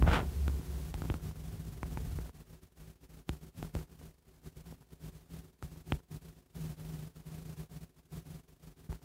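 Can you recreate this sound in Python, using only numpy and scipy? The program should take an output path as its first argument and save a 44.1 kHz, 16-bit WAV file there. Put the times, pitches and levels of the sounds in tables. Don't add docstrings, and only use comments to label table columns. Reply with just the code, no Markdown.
import sys
import numpy as np
from scipy import signal
from scipy.fft import rfft, irfft
from scipy.io import wavfile
from scipy.ndimage import uniform_filter1d

SR = 44100
rng = np.random.default_rng(int(sys.argv[2]) if len(sys.argv) > 2 else 0)


def dump(signal):
    limited = np.clip(np.atleast_2d(signal).T, -1, 1)
    pcm = np.round(limited * 32767).astype(np.int16)
    wavfile.write(sys.argv[1], SR, pcm)


N = 398663
TIME = np.arange(N) / SR
CEILING_DB = -59.5


def amp(db):
    return 10 ** (np.asarray(db) / 20)


def unit_rms(x):
    return x / np.sqrt(np.mean(x ** 2) + 1e-20)


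def automation(points):
    return np.interp(TIME, *np.transpose(points))


def eq_db(points, hz):
    f, db = np.transpose(points)
    return np.interp(np.log(hz + 1), np.log(f + 1), db)


def colour(x, points):
    gain = amp(eq_db(points, np.fft.rfftfreq(N, 1 / SR)))
    return unit_rms(irfft(rfft(x) * gain, N))


def wavering_tone(hz, width_hz):
    detune = (np.fft.rfftfreq(N, 1 / SR) - hz) / width_hz
    return unit_rms(irfft(rfft(rng.standard_normal(N)) / (1 + detune ** 2), N))


def steadied(x, size=1500):
    return x / np.sqrt(uniform_filter1d(uniform_filter1d(x ** 2, size), size) + 1e-3)


def add(mix, s, sound):
    part = mix[max(round(s * SR), 0):][:len(sound)]
    part += sound[:len(part)]


def flutter(jumps_per_s=22, sag_s=0.064):
    rate = jumps_per_s * np.exp(.5 * wavering_tone(hz=9.93, width_hz=9.66))
    jumps = np.diff(np.floor(np.cumsum(rate) / SR), prepend=0)
    saw = signal.lfilter([1], [1, -np.exp(-1 / (sag_s * SR))], jumps)
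    centred = saw - uniform_filter1d(saw, size=3000)
    return unit_rms(uniform_filter1d(centred, size=400))


# start in seconds, length in seconds, level in dB before shaping.
SWELLS = [(0.0, 0.62, -58.5), (0.653, 0.26, -59.5), (0.947, 0.23, -61.0), (1.224, 0.077, -59),
          (1.348, 0.34, -64.0), (1.681, 0.12, -65.5), (1.829, 0.45, -62.0), (2.352, 0.072, -68),
          (2.477, 0.094, -70), (2.63, 0.0069, -69), (2.776, 0.14, -68.5), (3.03, 0.011, -67.5),
          (3.102, 0.1, -69.5), (3.29, 0.07, -64.5), (3.416, 0.066, -68.0), (3.568, 0.11, -62.5),
          (3.746, 0.073, -60), (3.903, 0.054, -71.5), (3.994, 0.1, -67.5), (4.26, 0.14, -77.5),
          (4.447, 0.042, -66.0), (4.562, 0.05, -67), (4.666, 0.064, -65.5), (4.768, 0.1, -78),
          (4.929, 0.0082, -67), (5.017, 0.076, -64), (5.133, 0.087, -70), (5.307, 0.085, -64),
          (5.397, 0.083, -72), (5.635, 0.03, -62.5), (5.7, 0.11, -68.0), (5.877, 0.09, -62),
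          (6.115, 0.049, -62.5), (6.225, 0.088, -68), (6.363, 0.024, -70), (6.559, 0.17, -61),
          (6.786, 0.29, -63), (7.154, 0.054, -68), (7.261, 0.17, -64.5), (7.454, 0.082, -64),
          (7.577, 0.05, -62), (7.717, 0.064, -64.5), (7.81, 0.033, -66.5), (7.98, 0.01, -71.5),
          (8.123, 0.079, -62.5), (8.267, 0.12, -65.5), (8.486, 0.05, -74), (8.624, 0.088, -69.5),
          (8.776, 0.095, -72.5), (8.906, 0.044, -63.5), (9.018, 0.036, -71.5)]


def level_ride(open_db_per_s=628, close_db_per_s=384, arch_db=2.5, flutter_db=2.0,
               lull_db=-81.5, lull_flutter_db=4.0, floor_db=-83):
    power = np.zeros(N)
    for start, length, db in SWELLS:
        t = np.arange(max(-.06, -start), length + .1, 1 / SR)
        edges_db = open_db_per_s * np.maximum(-t, 0) + close_db_per_s * np.maximum(t - length, 0)
        crest_db = arch_db * (np.sin(np.pi * np.clip(t / length, 0, 1)) - .5)
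        add(power, start + t[0], amp(db + crest_db - edges_db) ** 2)
    swell_db = 10 * np.log10(power + 1e-14)
    unsteady = np.clip((CEILING_DB - swell_db) / 6, 0.72, 1)
    swell = amp(swell_db + flutter_db * unsteady * flutter())
    lull = amp(lull_db + lull_flutter_db * flutter())
    return np.clip(20 * np.log10(np.hypot(swell, lull)), floor_db, CEILING_DB)


# frequency in Hz, relative level in dB.
AIR_EQ = [(60, -2), (200, 18), (270, 24.5), (315, 13), (375, 4.5), (480, 14.5), (700, 10.5), (1100, 7.5),
          (2000, 4), (4000, 2), (8000, .5), (15500, 0)]
# pitch in Hz, width in Hz, level in dB relative to the ride.
AIR_TONES = [(372.2, 25.7, 0.5), (434, 20, -6.5), (717, 4.4, -12)]


def garden_air(ride_db, wash_db=6.5):
    wash = amp(wash_db) * colour(rng.standard_normal(N), AIR_EQ)
    tones = sum(amp(db) * wavering_tone(hz, width_hz) for hz, width_hz, db in AIR_TONES)
    return amp(ride_db) * (wash + tones)


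# time in seconds, level in dB with the ride at its ceiling.
DRONE_LEVEL = [(0, -53.5), (.85, -46.5), (1.25, -42), (2.0, -45), (3.5, -42), (5.2, -42), (6.9, -40),
               (9, -41.5)]


def far_drone(ride_db, swing=1.69):
    tone = steadied(wavering_tone(hz=157.7, width_hz=5.9))
    return amp(automation(DRONE_LEVEL) + swing * (ride_db - CEILING_DB)) * tone


# frequency in Hz, relative level in dB.
RUMBLE_EQ = [(12, -54), (25, -30), (40, -2.5), (64, 3.5), (85, -4), (120, -8), (190, -19), (300, -24),
             (600, -64)]
# time in seconds, boost in dB.
HANDLING_BOOST = [(.02, 22), (.11, 19.5), (.17, 10.5), (.25, 4), (.8, 1), (1.0, 6), (1.6, 7), (2.2, 10.5),
                  (2.35, 2), (5.8, 1.5), (7, -1), (9, 0.5)]


def rumble(ride_db, base_db=-47, swing=1.23):
    noise = steadied(colour(rng.standard_normal(N), RUMBLE_EQ))
    return amp(base_db + automation(HANDLING_BOOST) + swing * (ride_db - CEILING_DB)) * noise


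# frequency in Hz, relative level in dB.
STRUCK_CASE_EQ = [(30, -7.5), (100, 15.5), (330, 8), (480, 8), (650, -1.5), (880, 3), (1150, -1.5),
                  (1450, -0.5), (1800, -4.5), (2200, -3), (3400, -7), (8000, -11.5), (15000, -20)]


def case_click(tilt_db, spot_hz, edge_hz, fall_db, spot_db=5, spot_octaves=0.17,
               echo=0.17, echo_s=.00027):
    hz = np.fft.rfftfreq(4096, 1 / SR)
    db = eq_db(STRUCK_CASE_EQ, hz) + tilt_db * np.log2(np.clip(hz, 300, 8000) / 1000)
    db += spot_db * np.exp(-(np.log2((hz + 1) / spot_hz) / spot_octaves) ** 2)
    db -= fall_db * np.interp(hz / edge_hz, [.85, 1.15], [0, 1])
    db += 20 * np.log10(abs(1 + echo * np.exp(-2j * np.pi * hz * echo_s)))
    log_gain = np.log(amp(np.r_[db, db[-2:0:-1]]))
    minimum_phase = np.exp(np.conj(signal.hilbert(log_gain)))
    pulse = irfft(minimum_phase[:len(hz)])
    return pulse / abs(pulse).max()


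# start in seconds, click level in dB, thump level in dB, treble tilt in
# dB per octave, resonance of the spot in Hz, treble edge in Hz, fall above that edge in dB.
GRIP_KNOCKS = [(0.0246, -17, -15.5, -2, 1090, 3570, 21), (0.0773, -14.5, -15.5, -1, 640, 2680, 30),
               (0.4805, -23.5, -49, -1.5, 1430, 4180, 4), (.542, -39, -50, -5, 810, 1500, 10),
               (.594, -36.5, -52, -16.5, 286, 1000, 11), (.942, -26.5, -29.5, 1.5, 814, 4410, 7),
               (1.02, -27.5, -28.5, -0.5, 1370, 1980, 8), (1.041, -32.5, -52, -5.5, 950, 1200, 8),
               (1.1007, -20.5, -21.5, 0, 340, 3870, 21), (1.1414, -26.5, -46, -1.5, 1320, 3380, 9),
               (1.8311, -23, -34, 1.5, 1040, 2680, 17.5), (1.9736, -26, -42, 1, 895, 2790, 17),
               (2.188, -30.5, -39, 0, 430, 2450, 23), (3.2927, -20, -28, 1, 332, 4250, 8.5),
               (3.6278, -26.5, -41, -2, 695, 3630, 5), (3.752, -26, -26.5, -2, 580, 3420, 1.5),
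               (3.79, -37, -37, 2, 1900, 2500, 9), (4.725, -38.5, -60, -0.5, 504, 1200, 20),
               (5.6262, -31, -32.5, 1.5, 1300, 2170, 10), (5.922, -13.5, -22.5, 1, 138, 3890, 22),
               (8.89, -43, -27, -18, 198, 600, 15), (8.928, -34, -39.5, 1, 890, 2400, 12)]


def grip_knocks(thump_hz=67, thump_t60=0.086, thump_delay_s=0.00466, ring_db=-18, ring_t60=0.018,
                rebound_s=0.00171, rebound_gain=0.27, rebound_tilt_db=-7):
    out = np.zeros(N)
    t = np.arange(SR // 4) / SR
    thump = np.sin(2 * np.pi * thump_hz * t) * amp(-60 * t / thump_t60)
    for start, click_db, thump_db, tilt_db, spot_hz, edge_hz, fall_db in GRIP_KNOCKS:
        click = case_click(tilt_db, spot_hz, edge_hz, fall_db)
        rebound = -rebound_gain * case_click(tilt_db + rebound_tilt_db, spot_hz, edge_hz, fall_db)
        fade_db = -60 * t / ring_t60 * max(spot_hz / 900, 1)
        ring = amp(ring_db + fade_db) * np.sin(2 * np.pi * spot_hz * t)
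        add(out, start, amp(click_db) * click)
        add(out, start, amp(click_db) * ring)
        add(out, start + rebound_s, amp(click_db) * rebound)
        add(out, start + thump_delay_s, amp(thump_db) * thump)
    return out


def grip_creaks(ride_db, tick_db=-40, spread_db=3, ticks_per_s=45, settle_s=.07, spots=5):
    rate = sum(ticks_per_s * np.exp(-abs(TIME - s) / settle_s) * (TIME > s) for s, *_ in GRIP_KNOCKS)
    out = np.zeros(N)
    for spot_hz in np.geomspace(500, 1900, spots):
        triggers = rng.random(N) < rate / spots / SR
        ticks = triggers * amp(tick_db + spread_db * rng.standard_normal(N))
        out += signal.oaconvolve(ticks, case_click(0, spot_hz, edge_hz=1900, fall_db=11))[:N]
    return out * amp(ride_db - CEILING_DB)


# time in seconds, level in dB before the treble tilt.
SLIDE_LEVEL = [(.03, -50.5), (.08, -33), (.12, -31.5), (.135, -27.5), (.175, -31), (.205, -35.5),
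               (.225, -44), (.27, -65)]
# frequency in Hz, relative level in dB.
RUBBED_CASE_EQ = [(30, -5), (120, 12), (250, 6), (500, 0.5), (800, 2.5), (1050, -1.5), (1400, 0.5),
                  (1850, -6.5), (3200, -11.5), (4200, -21), (7500, -30), (15000, -42)]


def finger_slide(slips_per_s=3800, top_tilt_db=2.07, tilt_per_db=0.41):
    db = automation(SLIDE_LEVEL)
    tilt_db = top_tilt_db + tilt_per_db * (db - db.max())
    slips = rng.standard_normal(N) * (rng.random(N) < slips_per_s / SR)
    hz, frame_s, spectra = signal.stft(colour(slips, RUBBED_CASE_EQ), SR, nperseg=256)
    octaves = np.log2(np.clip(hz, 300, 12000) / 1000)
    brightness = amp(octaves[:, None] * np.interp(frame_s, TIME, tilt_db))
    rub = signal.istft(spectra * brightness, SR)[1][:N]
    touching = (TIME > SLIDE_LEVEL[0][0]) & (TIME < SLIDE_LEVEL[-1][0])
    return touching * amp(db) * rub


# time in seconds, level in dB.
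HUM_LEVEL = [(.2, -43), (.285, -31), (.325, -52), (.365, -32), (.5, -31), (.58, -37), (.62, -59.5),
             (.69, -39), (.82, -38.5), (.93, -51)]


def low_hum(start_hz=71.5, sag_hz_per_s=7.1):
    start, end = HUM_LEVEL[0][0], HUM_LEVEL[-1][0]
    hz = start_hz - sag_hz_per_s * (TIME - start)
    tone = np.sqrt(2) * np.sin(2 * np.pi * np.cumsum(hz) / SR)
    sounding = (TIME > start) & (TIME < end)
    return sounding * amp(automation(HUM_LEVEL)) * tone


def scene():
    ride_db = level_ride()
    bed = garden_air(ride_db) + far_drone(ride_db) + rumble(ride_db)
    hand = grip_knocks() + grip_creaks(ride_db) + finger_slide()
    return (bed + hand + low_hum())[None]


def record(dry, low_cut_hz=33, high_cut_hz=15750):
    low_cut = signal.butter(4, low_cut_hz, "high", fs=SR, output="sos")
    high_cut = signal.firwin(511, high_cut_hz, window=("kaiser", 9), fs=SR)
    return signal.oaconvolve(signal.sosfilt(low_cut, dry), high_cut[None], "same")


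dry = scene()
out = record(dry)
dump(out)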